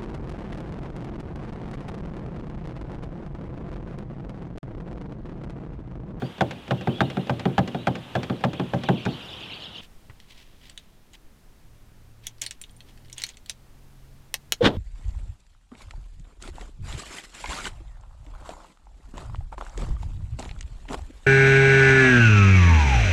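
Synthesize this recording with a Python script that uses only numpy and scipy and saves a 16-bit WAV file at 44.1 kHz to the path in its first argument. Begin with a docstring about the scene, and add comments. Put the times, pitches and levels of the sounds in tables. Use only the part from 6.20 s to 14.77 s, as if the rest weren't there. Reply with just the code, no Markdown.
"""Outdoors beside a locked car, the door handle is yanked and let go again and again while thrushes chatter in trees;
then, inside the cabin, cloth rustles, keys jingle, a far engine hums, a fob button clicks and door locks work.
The door is a bank of decaying modes struck by noise bursts; the birds are gliding sines, the air coloured noise.
Keys are noise cracks through resonances with a sine-mode ring; rubbing is grainy noise under bell-shaped swells.
The engine is two gliding sines; the locks are a sine whirr, noise rattle and rumble, and short low pulses."""
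import sys
import numpy as np
from scipy import signal
from scipy.fft import rfft, irfft, next_fast_len
from scipy.io import wavfile
from scipy.ndimage import uniform_filter1d, map_coordinates

SR = 44100
rng = np.random.default_rng(int(sys.argv[2]) if len(sys.argv) > 2 else 0)


def inscribe(sig):
    """Save sig as 16-bit PCM at rate SR to the path in sys.argv[1].

    A 1-D sig is mono; a 2-D sig holds one channel per row.
    Samples are clipped to [-1, 1] before scaling.
    """
    pcm = np.round(np.clip(np.atleast_2d(sig).T, -1, 1) * 32767)
    wavfile.write(sys.argv[1], SR, pcm.astype(np.int16))


N = 377937  # samples
CABIN_START_S = 3.612  # the yard gives way to the cabin


def amp(db):
    """Decibel law: the amplitude gain of a level in dB."""
    return 10 ** (np.asarray(db) / 20)


def unit(x):
    """Power normalisation: x scaled to rms 1."""
    return x / np.sqrt(np.mean(x ** 2) + 1e-20)


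def along(points, hz):
    """Logarithmic frequency scale: interpolate (frequency_hz, value) points along it."""
    point_hz, value = np.transpose(points)
    return np.interp(np.log(hz + 1), np.log(point_hz + 1), value)


def curves(rows):
    """Linear interpolation in time: one value per sample for each column after the time."""
    s, *columns = np.transpose(rows)
    return [np.interp(np.arange(N) / SR, s, column) for column in columns]


def wobble(rate):
    """Band-limited fluctuation: a smooth curve through `rate` random knots a second."""
    knots = rng.standard_normal(int(N * rate / SR) + 4)
    return map_coordinates(knots, [np.arange(N) * rate / SR])


def filtered(x, response):
    """Linear filtering: the spectrum of x times a complex response of frequency."""
    size = next_fast_len(len(x) + 8192)
    return irfft(rfft(x, size) * response(np.fft.rfftfreq(size, 1 / SR)), size)[:len(x)]


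def noise(spectrum):
    """Spectral shaping: white noise coloured by (frequency_hz, level_db) points, at rms 1."""
    return unit(filtered(rng.standard_normal(N), lambda hz: amp(along(spectrum, hz))))


def burst(spectrum, t60s, size=8192):
    """Frequency-dependent damping: a noise puff of peak 1 whose bands die at their own speeds."""
    hz, t, bands = signal.stft(rng.standard_normal(size), SR, nperseg=64)
    decay = amp(-60 * t / along(t60s, hz)[:, None])
    puff = signal.istft(bands * decay, SR, nperseg=64)[1][:size]
    puff[0] += 4  # the contact itself
    # a folded cepstrum gives a minimum-phase filter: nothing sounds before the blow
    level_db = np.maximum(along(spectrum, np.fft.rfftfreq(2048, 1 / SR)), -80)
    cepstrum = np.fft.irfft(np.log(amp(level_db)))
    cepstrum[1:1024] *= 2
    cepstrum[1025:] = 0
    puff = signal.fftconvolve(puff, irfft(np.exp(rfft(cepstrum))))[:size]
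    return puff / np.abs(puff).max()


def add(track, s, sound):
    """Superposition: mix a sound into the track at s seconds."""
    part = track[round(s * SR):][:len(sound)]
    part += sound[:len(part)]


def swells(rows):
    """Gaussian envelopes: bell-shaped swells from (middle_s, length_s, level_db) rows."""
    out = np.zeros(N)
    for s, length, db in rows:
        t = np.arange(-length * SR, length * SR) / SR
        add(out, s - length, amp(db) * np.exp(-(t / (0.37 * length)) ** 2))
    return out


# colour of leaves and far traffic: [frequency_hz, relative_level_db]
YARD_SPECTRUM = [(12, -41.5), (20, -6), (117, 3.5), (289, -2.5), (583, -6.5), (816, -6), (2180, -13.5),
                 (3330, -13), (4660, -26), (10500, -33), (15200, -39.5), (16500, -57.5)]
YARD_DB = -45.5


def yard():
    """Broadband ambience: leaves and far traffic merge into coloured noise of drifting level."""
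    return amp(YARD_DB + 0.99 * wobble(5.11)) * noise(YARD_SPECTRUM)


# level of the far chatter: [time_s, level_db]
CHATTER_LEVEL = [(0, -57), (.5, -56.5), (.75, -51), (1.2, -58), (1.6, -54), (2.1, -55.5), (2.5, -55),
                 (2.8, -48), (3.61, -54)]
# harsh calls of a nearer bird: [middle_s, level_db]
HARSH_CALLS = [(2.378, -53), (2.67, -48.5), (2.79, -51), (2.93, -54), (3.03, -55), (3.125, -45.5),
               (3.225, -45), (3.325, -41.5), (3.445, -42.5), (3.57, -44)]
# single clear notes: [start_s, length_s, first_pitch_hz, last_pitch_hz, level_db]
WHISTLES = [(0.024, .06, 4350, 4960, -55), (.565, 0.073, 2880, 2620, -49.5), (.69, 0.046, 2950, 3230, -46),
            (.735, 0.068, 3260, 3490, -43.5), (0.812, .035, 3500, 3900, -45), (.835, .035, 3050, 2700, -47),
            (.85, .015, 4000, 4300, -49), (0.994, 0.024, 3010, 2700, -48), (1.008, 0.012, 4220, 4000, -50),
            (1.549, 0.11, 3590, 4130, -53), (1.93, .08, 3300, 3600, -50), (2.33, .07, 3100, 3300, -50)]


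def thrushes():
    """Frequency and amplitude modulation: falling buzzy notes overlap; calls and whistles stand out."""
    birds, t = np.zeros(N), np.arange(800) / SR
    for s, pitch, high, fall, size, buzz in rng.random((2200, 6)):
        start_hz = 2480 + 800 * (pitch + buzz) + 4600 * high ** 3  # a few notes are shrill
        hz = start_hz * (1 - (.05 + .25 * fall) * t / t[-1])
        buzzing = 1 + .8 * np.sin(2 * np.pi * (130 + 80 * buzz) * t)
        shape = np.sin(np.pi * t / t[-1]) * buzzing
        note = shape * np.sin(2 * np.pi * np.cumsum(hz) / SR)
        add(birds, s * CABIN_START_S, amp(6 * size - 24 * high ** 2) * note)
    # dividing by the local loudness keeps the chatter from pausing
    birds = birds / np.sqrt(np.abs(uniform_filter1d(birds ** 2, size=2500)) + 1e-3)
    calls = swells([(s, .087, db) for s, db in HARSH_CALLS])
    birds = birds * (amp(curves(CHATTER_LEVEL)[0]) + calls)
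    for s, length, first_hz, last_hz, db in WHISTLES:
        u = np.linspace(0, 1, round(length * SR))
        hz = first_hz + (last_hz - first_hz) * u
        add(birds, s, amp(db) * np.sin(np.pi * u) * np.sin(2 * np.pi * np.cumsum(hz) / SR))
    echo = burst([(100, 0), (16000, 0.0031)], [(2000, 0.55), (8000, 0.1)])
    return birds + amp(-6) * signal.fftconvolve(birds, echo / np.linalg.norm(echo))[:N]


# the handle hits its end stop: [start_s, click_db]
PULLS = [(0.2083, -9.5), (0.5087, -13.5), (0.8063, -7), (1.0954, -14), (1.3807, -8), (1.6706, -10.5),
         (1.953, -12), (2.2387, -10.5), (2.5351, -16.5)]
# the handle springs back onto the door: [start_s, click_db]
RELEASES = [(0.0209, -24), (0.6728, -15), (0.9702, -22), (1.255, -15), (1.5466, -23), (2.098, -19.5),
            (2.397, -20), (2.6875, -9), (2.8624, -19)]
# the slack linkage ticks between the blows: [start_s, click_db]
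LINKAGE_TICKS = [(0.182, -34), (0.3092, -26.5), (0.4795, -31), (0.611, -28.5), (0.7839, -36), (0.9009, -26),
                 (1.071, -31.5), (1.1951, -25.5), (1.4764, -24), (1.7539, -22), (2.0311, -23.5),
                 (2.2086, -36), (2.3326, -25.5), (2.6359, -22.5), (2.853, -22.5)]
# modes of the door: [pitch_hz, pulled_level_db, released_level_db, t60_s]
DOOR_MODES = [(87.4, -9, -21, 0.37), (122.3, 0, -2, .3), (138, 1, 0.5, 0.23), (184, 0.5, 1.5, 0.22),
              (238.9, -4.5, -5.5, 0.27), (270, -12, -6, 0.14), (351, -10.5, -8, 0.29),
              (377.6, -10.5, -3, 0.17), (449.5, -12.5, -9.5, .16), (515.6, -1, -2.5, .14),
              (573, -1.5, -3.5, 0.17), (645, -3, -5, 0.128), (729, -10, 1.5, 0.071), (772.2, -1, -2.5, .13),
              (1050, -12.5, -24, 0.071), (1110, -25, -13, 0.033), (1570, -8.5, -7, 0.071),
              (2450, -15, -13, 0.066)]
# colour of a handle blow: [frequency_hz, relative_level_db], and its decay: [frequency_hz, t60_s]
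CLACK_SPECTRUM = [(350, -31.5), (600, -6.5), (801, 1), (970, -10.5), (1680, -8.5), (2070, -17), (3080, -18),
                  (3340, -15.5), (4650, -30), (13000, -51.5), (16000, -65)]
CLACK_T60 = [(700, 0.09), (1600, 0.039), (4000, 0.031), (12000, 0.0185)]
# colour of a linkage tick: [frequency_hz, relative_level_db], and its decay: [frequency_hz, t60_s]
TICK_SPECTRUM = [(700, 2.5), (2600, 3.5), (7500, -14), (16000, -42)]
TICK_T60 = [(700, .06), (2600, 0.072), (9000, 0.033)]
# colour of the loose trim after a blow: [frequency_hz, relative_level_db]
SHUDDER_SPECTRUM = [(60, -28), (120, 0.5), (300, -2.5), (800, -18.5), (1500, -37), (3000, -57.5)]
# how hard the door rings: usual_click_db, skin_db and bracket_db at that click,
# then the growth of skin and of bracket in dB per dB of click
PULL_LAW = (-11, -22, -24.5, .4, -.1)
RELEASE_LAW = (-18, -23, -30, .75, .4)
TICK_LAW = (-27, -38.5, -38.6, .4, .41)
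BRACKET_HZ = 480  # skin modes lie below, handle bracket modes above
BOUNCE_S, BOUNCE_DB = .009, -14  # delay after the blow, level against the click
SHUDDER_DB = -2.1  # against the door skin


def door():
    """Modal synthesis: each blow clacks, rings the door skin and handle bracket, and shakes the trim."""
    out, shake, t = np.zeros(N), np.zeros(N), np.arange(SR // 3) / SR
    hz, pulled_db, released_db, t60 = np.transpose(DOOR_MODES)[:, :, None]
    is_skin = hz < BRACKET_HZ
    # neighbouring skin modes start in opposite senses and beat; bracket modes start together with a snap
    sign = np.where(is_skin, (-1.) ** np.arange(len(DOOR_MODES))[:, None], 1)
    ring = sign * amp(-60 * t / t60) * np.sin(2 * np.pi * hz * t)
    swell = 1 - np.exp(-t * hz / 0.4)  # low modes take about a cycle to build up
    kinds = ((PULLS, PULL_LAW, pulled_db, CLACK_SPECTRUM, CLACK_T60),
             (RELEASES, RELEASE_LAW, released_db, CLACK_SPECTRUM, CLACK_T60),
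             (LINKAGE_TICKS, TICK_LAW, pulled_db, TICK_SPECTRUM, TICK_T60))
    for blows, law, mode_db, spectrum, decay in kinds:
        usual_db, usual_skin_db, usual_bracket_db, skin_grows, bracket_grows = law
        for s, click_db in blows:
            skin_db = usual_skin_db + skin_grows * (click_db - usual_db)
            bracket_db = usual_bracket_db + bracket_grows * (click_db - usual_db)
            level_db = np.where(is_skin, skin_db, bracket_db) + mode_db
            mode_gain = amp(level_db + rng.normal(0, 1.7, hz.shape))
            add(out, s, (mode_gain * ring * swell).sum(0))
            add(out, s, amp(click_db) * burst(spectrum, decay))
            add(shake, s, amp(skin_db + SHUDDER_DB - 60 * t / 0.32) * (1 - np.exp(-t / 0.0034)))
    for s, click_db in PULLS:  # the handle bounces once on its stop
        add(out, s + BOUNCE_S, amp(click_db + BOUNCE_DB) * burst(TICK_SPECTRUM, CLACK_T60))
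    return out + shake * noise(SHUDDER_SPECTRUM)


# colour of the cabin hush: [frequency_hz, relative_level_db]
CABIN_SPECTRUM = [(20, 1.5), (40, -3.5), (60, -9.5), (130, -15.5), (220, -17.5), (500, -26.5), (1000, -30),
                  (2600, -35.5), (15200, -44), (16500, -56)]
CABIN_DB = -49.8
# decay of sound in the cabin: [frequency_hz, t60_s]
CABIN_T60 = [(300, 0.072), (2000, 0.057), (6000, 0.068), (15000, 0.05)]
# the far engine pulls in surges: [start_s, end_s, first_pitch_hz, last_pitch_hz, level_db]
ENGINE_SURGES = [(5.4, 6.36, 113.5, 115.5, -53), (6.45, 7.15, 115, 127, -55), (7.2, 8.45, 126, 140, -54.5)]
SURGE_FADE_S = .12
# a knee meets the trim: [start_s, level_db]
KNEE_KNOCKS = [(3.898, -37)]


def cabin_air():
    """Tones over a noise floor: the cabin hush, a far engine speeding up in surges, a knock on the trim."""
    t = np.arange(N) / SR
    start, end, first_hz, last_hz, db = np.transpose(ENGINE_SURGES)
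    k = np.maximum(np.searchsorted(start, t) - 1, 0)  # the surge under way
    hz = first_hz[k] + (last_hz - first_hz)[k] * (t - start[k]) / (end - start)[k]
    phase = 2 * np.pi * np.cumsum(hz * (1 + 0.01054 * wobble(4.5))) / SR
    fade = np.clip(np.minimum(t - start[k], end[k] - t) / SURGE_FADE_S, 0, 1)
    tones = np.sin(phase) + amp(-4.5) * np.sin(phase * 2 / 3)
    out = fade * amp(db[k] + 2.1 * wobble(7)) * tones
    t = np.arange(SR // 10) / SR
    for s, db in KNEE_KNOCKS:
        add(out, s, amp(db - 60 * t / .08) * np.sin(2 * np.pi * 110 * t))
        add(out, s, amp(db) * burst([(100, 6), (2200, 1), (9000, -41)], CABIN_T60))
    return out + amp(CABIN_DB + 0.8 * wobble(2.944)) * noise(CABIN_SPECTRUM)


# cloth and skin rubbing: [middle_s, length_s, level_db]
RUBS = [(3.638, 0.056, -52), (4.3, 1.5, -66), (4.111, 0.05, -51.5), (4.199, 0.11, -55.5),
        (4.46, 0.1, -55.5), (4.947, 0.036, -52), (6.055, 0.05, -52), (6.24, 0.045, -42), (6.693, 0.06, -58),
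        (7.0, 0.07, -45), (7.1, .05, -54), (7.3, .04, -47)]
# colour of the rubbing: [frequency_hz, relative_level_db]
CLOTH_SPECTRUM = [(590, -10.5), (1000, -6.5), (1220, -17.5), (1800, -3.5), (2030, -2.5), (3220, 1),
                  (10200, -20), (14000, -23)]
SCUFF_T60_S, SCUFF_DB = .15, -31  # fingers drag on after a key knock: fade, level against the knock


def rustles():
    """Friction noise: swells of rubbing made grainy by a fast random level."""
    stroke, t = swells(RUBS), np.arange(SR // 5) / SR
    for s, db, _ in KEY_KNOCKS:
        add(stroke, s, amp(db + SCUFF_DB - 60 * t / SCUFF_T60_S))
    return stroke * unit(amp(2.5 * wobble(250)) * noise(CLOTH_SPECTRUM))


# keys knocking on the fob: [start_s, peak_db, treble_db]
KEY_KNOCKS = [(4.0004, -39.5, -31), (4.4968, -31.5, -4.5), (4.576, -26.5, -13), (4.9333, -40, -3),
              (6.0683, -18, 2.1), (6.2147, -22.5, 3), (6.2176, -14.5, 4), (6.237, -28, -2.1),
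              (6.2637, -20, -11), (6.3092, -19, -3.5), (6.4141, -28.5, 0.1), (6.4378, -32, -12),
              (6.6051, -33.5, -13), (6.8983, -37.5, -5), (6.928, -27.5, 4.5), (6.981, -22, 1.1),
              (7.0184, -22, -6), (7.0372, -12.5, -5.5), (7.0654, -28.5, 6), (7.0895, -28.5, 5),
              (7.1704, -35, -6), (7.2604, -36.5, -4), (7.2959, -18, -1.5)]
# faint chance knocks, one row: start_s, end_s, peak_db, spread_db, treble_db
JIGGLE = (6.15, 7.3, -45, 3.5, -14)
# resonances of the plastic fob: [pitch_hz, width_hz, level_db]
FOB_RESONANCES = [(2020, 640, -0.5), (3400, 880, 0), (4300, 900, -3), (6070, 760, 0), (7620, 1800, -3),
                  (9620, 2300, -9), (12700, 3800, -21.5)]
# the steel key ring is struck: [start_s, level_db]
CHIMES = [(6.263, -32), (6.415, -30.5), (6.509, -50), (6.565, -51), (7.298, -30)]
# modes of the steel ring: [pitch_hz, relative_level_db, t60_s]
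RING_MODES = [(7500, 0.5, 0.013), (9200, -8, 0.034), (13760, -15, 0.049)]


def keys():
    """Source and resonator: noise cracks excite the plastic fob; decaying modes chime in the steel ring."""
    out, t = np.zeros(N), np.arange(SR // 10) / SR
    start, end, faint_db, spread_db, faint_treble_db = JIGGLE
    faint = [(start + u * (end - start), faint_db + spread_db * (2 * v - 1), faint_treble_db)
             for u, v in rng.random((14, 2))]
    for s, db, treble_db in KEY_KNOCKS + faint:
        crack = rng.standard_normal(len(t)) * amp(-60 * t / 0.0098) * (1 - np.exp(-t / 0.00027))
        level_db = [g + (hz > 5000) * treble_db for hz, width, g in FOB_RESONANCES]
        gains = amp(rng.normal(0, 2.4, len(FOB_RESONANCES)) + level_db)  # each knock has its own colour

        def body(f):
            """Parallel resonances of alternating sign, high-passed: too small to radiate bass."""
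            total = 0
            for k, (hz, width, _) in enumerate(FOB_RESONANCES):
                damping = 1j * f * width
                total = total + (-1) ** k * gains[k] * damping / (hz * hz - f * f + damping)
            return total * (1j * f / (1600 + 1j * f)) ** 2

        knock = filtered(crack, body)
        add(out, s, amp(db) * knock / np.abs(knock).max())
    for s, db in CHIMES:
        for hz, mode_db, t60 in RING_MODES:
            level_db = db + mode_db + rng.normal(0, 1.9)
            add(out, s, amp(level_db - 60 * t / t60) * np.sin(2 * np.pi * hz * t))
    return out


# the fob button goes down and up: [start_s, peak_db]
BUTTON_CLICKS = [(8.1417, -5), (8.3224, -3)]
# colour of the snapping dome: [frequency_hz, relative_level_db]
SNAP_SPECTRUM = [(150, -28), (500, -21.5), (1200, -15.5), (2100, -4), (3400, -4.5), (4500, -8.5),
                 (5700, -9), (7300, -13), (8700, -11.5), (10800, -17), (12200, -13), (13600, -18),
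                 (16500, -27)]


def button():
    """Snap-through buckling: the metal dome under the fob button snaps in short, damped bursts."""
    out = np.zeros(N)
    for s, db in BUTTON_CLICKS:
        add(out, s, amp(db) * burst(SNAP_SPECTRUM, [(500, 0.022), (3000, 0.0068), (14000, 0.0032)]))
    return out


# lock motor start-up, one row: start_s, peak_s, end_s, pitch_hz, peak_db
WHIRR = (8.407, 8.419, 8.428, 487, -9.5)
# the lock gear rattles, one row: peak_s, level_db, rise_db_per_s, fall_db_per_s_squared, run_on_db
GEAR_RATTLE = (8.452, -16.8, 750, 11500, -52)
# the lock housing rumbles, one row: full_s, stop_s, level_db, rise_db_per_s, fall_db_per_s, run_on_db
HOUSING_RUMBLE = (8.436, 8.48, -18, 700, 480, -39)
# colours of rattle and of rumble: [frequency_hz, relative_level_db]
RATTLE_SPECTRUM = [(530, -31), (900, -2), (1550, -1), (2470, -7.5), (3550, -1), (4460, -14), (5350, -18.5),
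                   (16000, -52)]
RUMBLE_SPECTRUM = [(40, -33), (80, -5), (200, -3.5), (550, -3), (900, -14.5), (1600, -32), (3300, -90)]
# bolts landing, then two low thumps of the housing as the rumble dies away: [middle_s, peak_db, pitch_hz]
LOCK_THUMPS = [(8.4642, -7.5, 320), (8.4677, -6.5, 340), (8.4782, -9, 230), (8.501, -20, 170),
               (8.553, -26, 90)]


def locks():
    """Machine noise: a brief motor tone, gear and housing noise, pulses for bolts and housing thumps."""
    t = np.arange(N) / SR
    start, peak, end, hz, db = WHIRR
    spin_up = np.interp(t, [start, start + 0.00312, peak, end], [0, 0.4, 1, 0])
    whirr = amp(db) * spin_up * np.sin(2 * np.pi * hz * (t - start))
    top, db, rise, fall, run_on_db = GEAR_RATTLE
    rattle = amp(db - rise * np.maximum(top - t, 0) - fall * np.maximum(t - top, 0) ** 2)
    rattle = rattle + amp(run_on_db) * (t > top)
    full, stop, db, rise, fall, run_on_db = HOUSING_RUMBLE
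    rumble = amp(db - rise * np.maximum(full - t, 0) - fall * np.maximum(t - stop, 0))
    rumble = rumble + amp(run_on_db) * (t > stop)
    gear = rattle * amp(2.2 * wobble(300)) * noise(RATTLE_SPECTRUM)
    housing = rumble * noise(RUMBLE_SPECTRUM)
    out = whirr + np.clip((t - start) / .003, 0, 1) * (gear + housing)
    t = np.arange(-800, 800) / SR
    for s, peak_db, pulse_hz in LOCK_THUMPS:
        pulse = np.cos(2 * np.pi * pulse_hz * t) * np.exp(-(t * pulse_hz * 2.4) ** 2)
        add(out, s + t[0], amp(peak_db) * pulse)
    return out


def scene():
    """Superposition and reverberation: yard first, cabin after, with a short echo on keys and button."""
    outside = uniform_filter1d(1. * (np.arange(N) < CABIN_START_S * SR), size=400)
    close = keys() + button()
    echo = burst([(100, 5.5), (2000, -4), (4000, 0), (16000, -7.5)], CABIN_T60)
    wet = signal.fftconvolve(close, echo / np.linalg.norm(echo))[:N]
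    inside = close + amp(-5) * wet + rustles() + locks() + cabin_air()
    return (outside * (yard() + thrushes() + door()) + (1 - outside) * inside)[None]


TOP_HZ = 16300


def record(dry):
    """Low-pass filtering: a very steep slope removes the treble above the band limit."""
    return filtered(dry[0], lambda hz: 1 / (1 + (hz / TOP_HZ) ** 80))[None]


dry = scene()
out = record(dry)
inscribe(out)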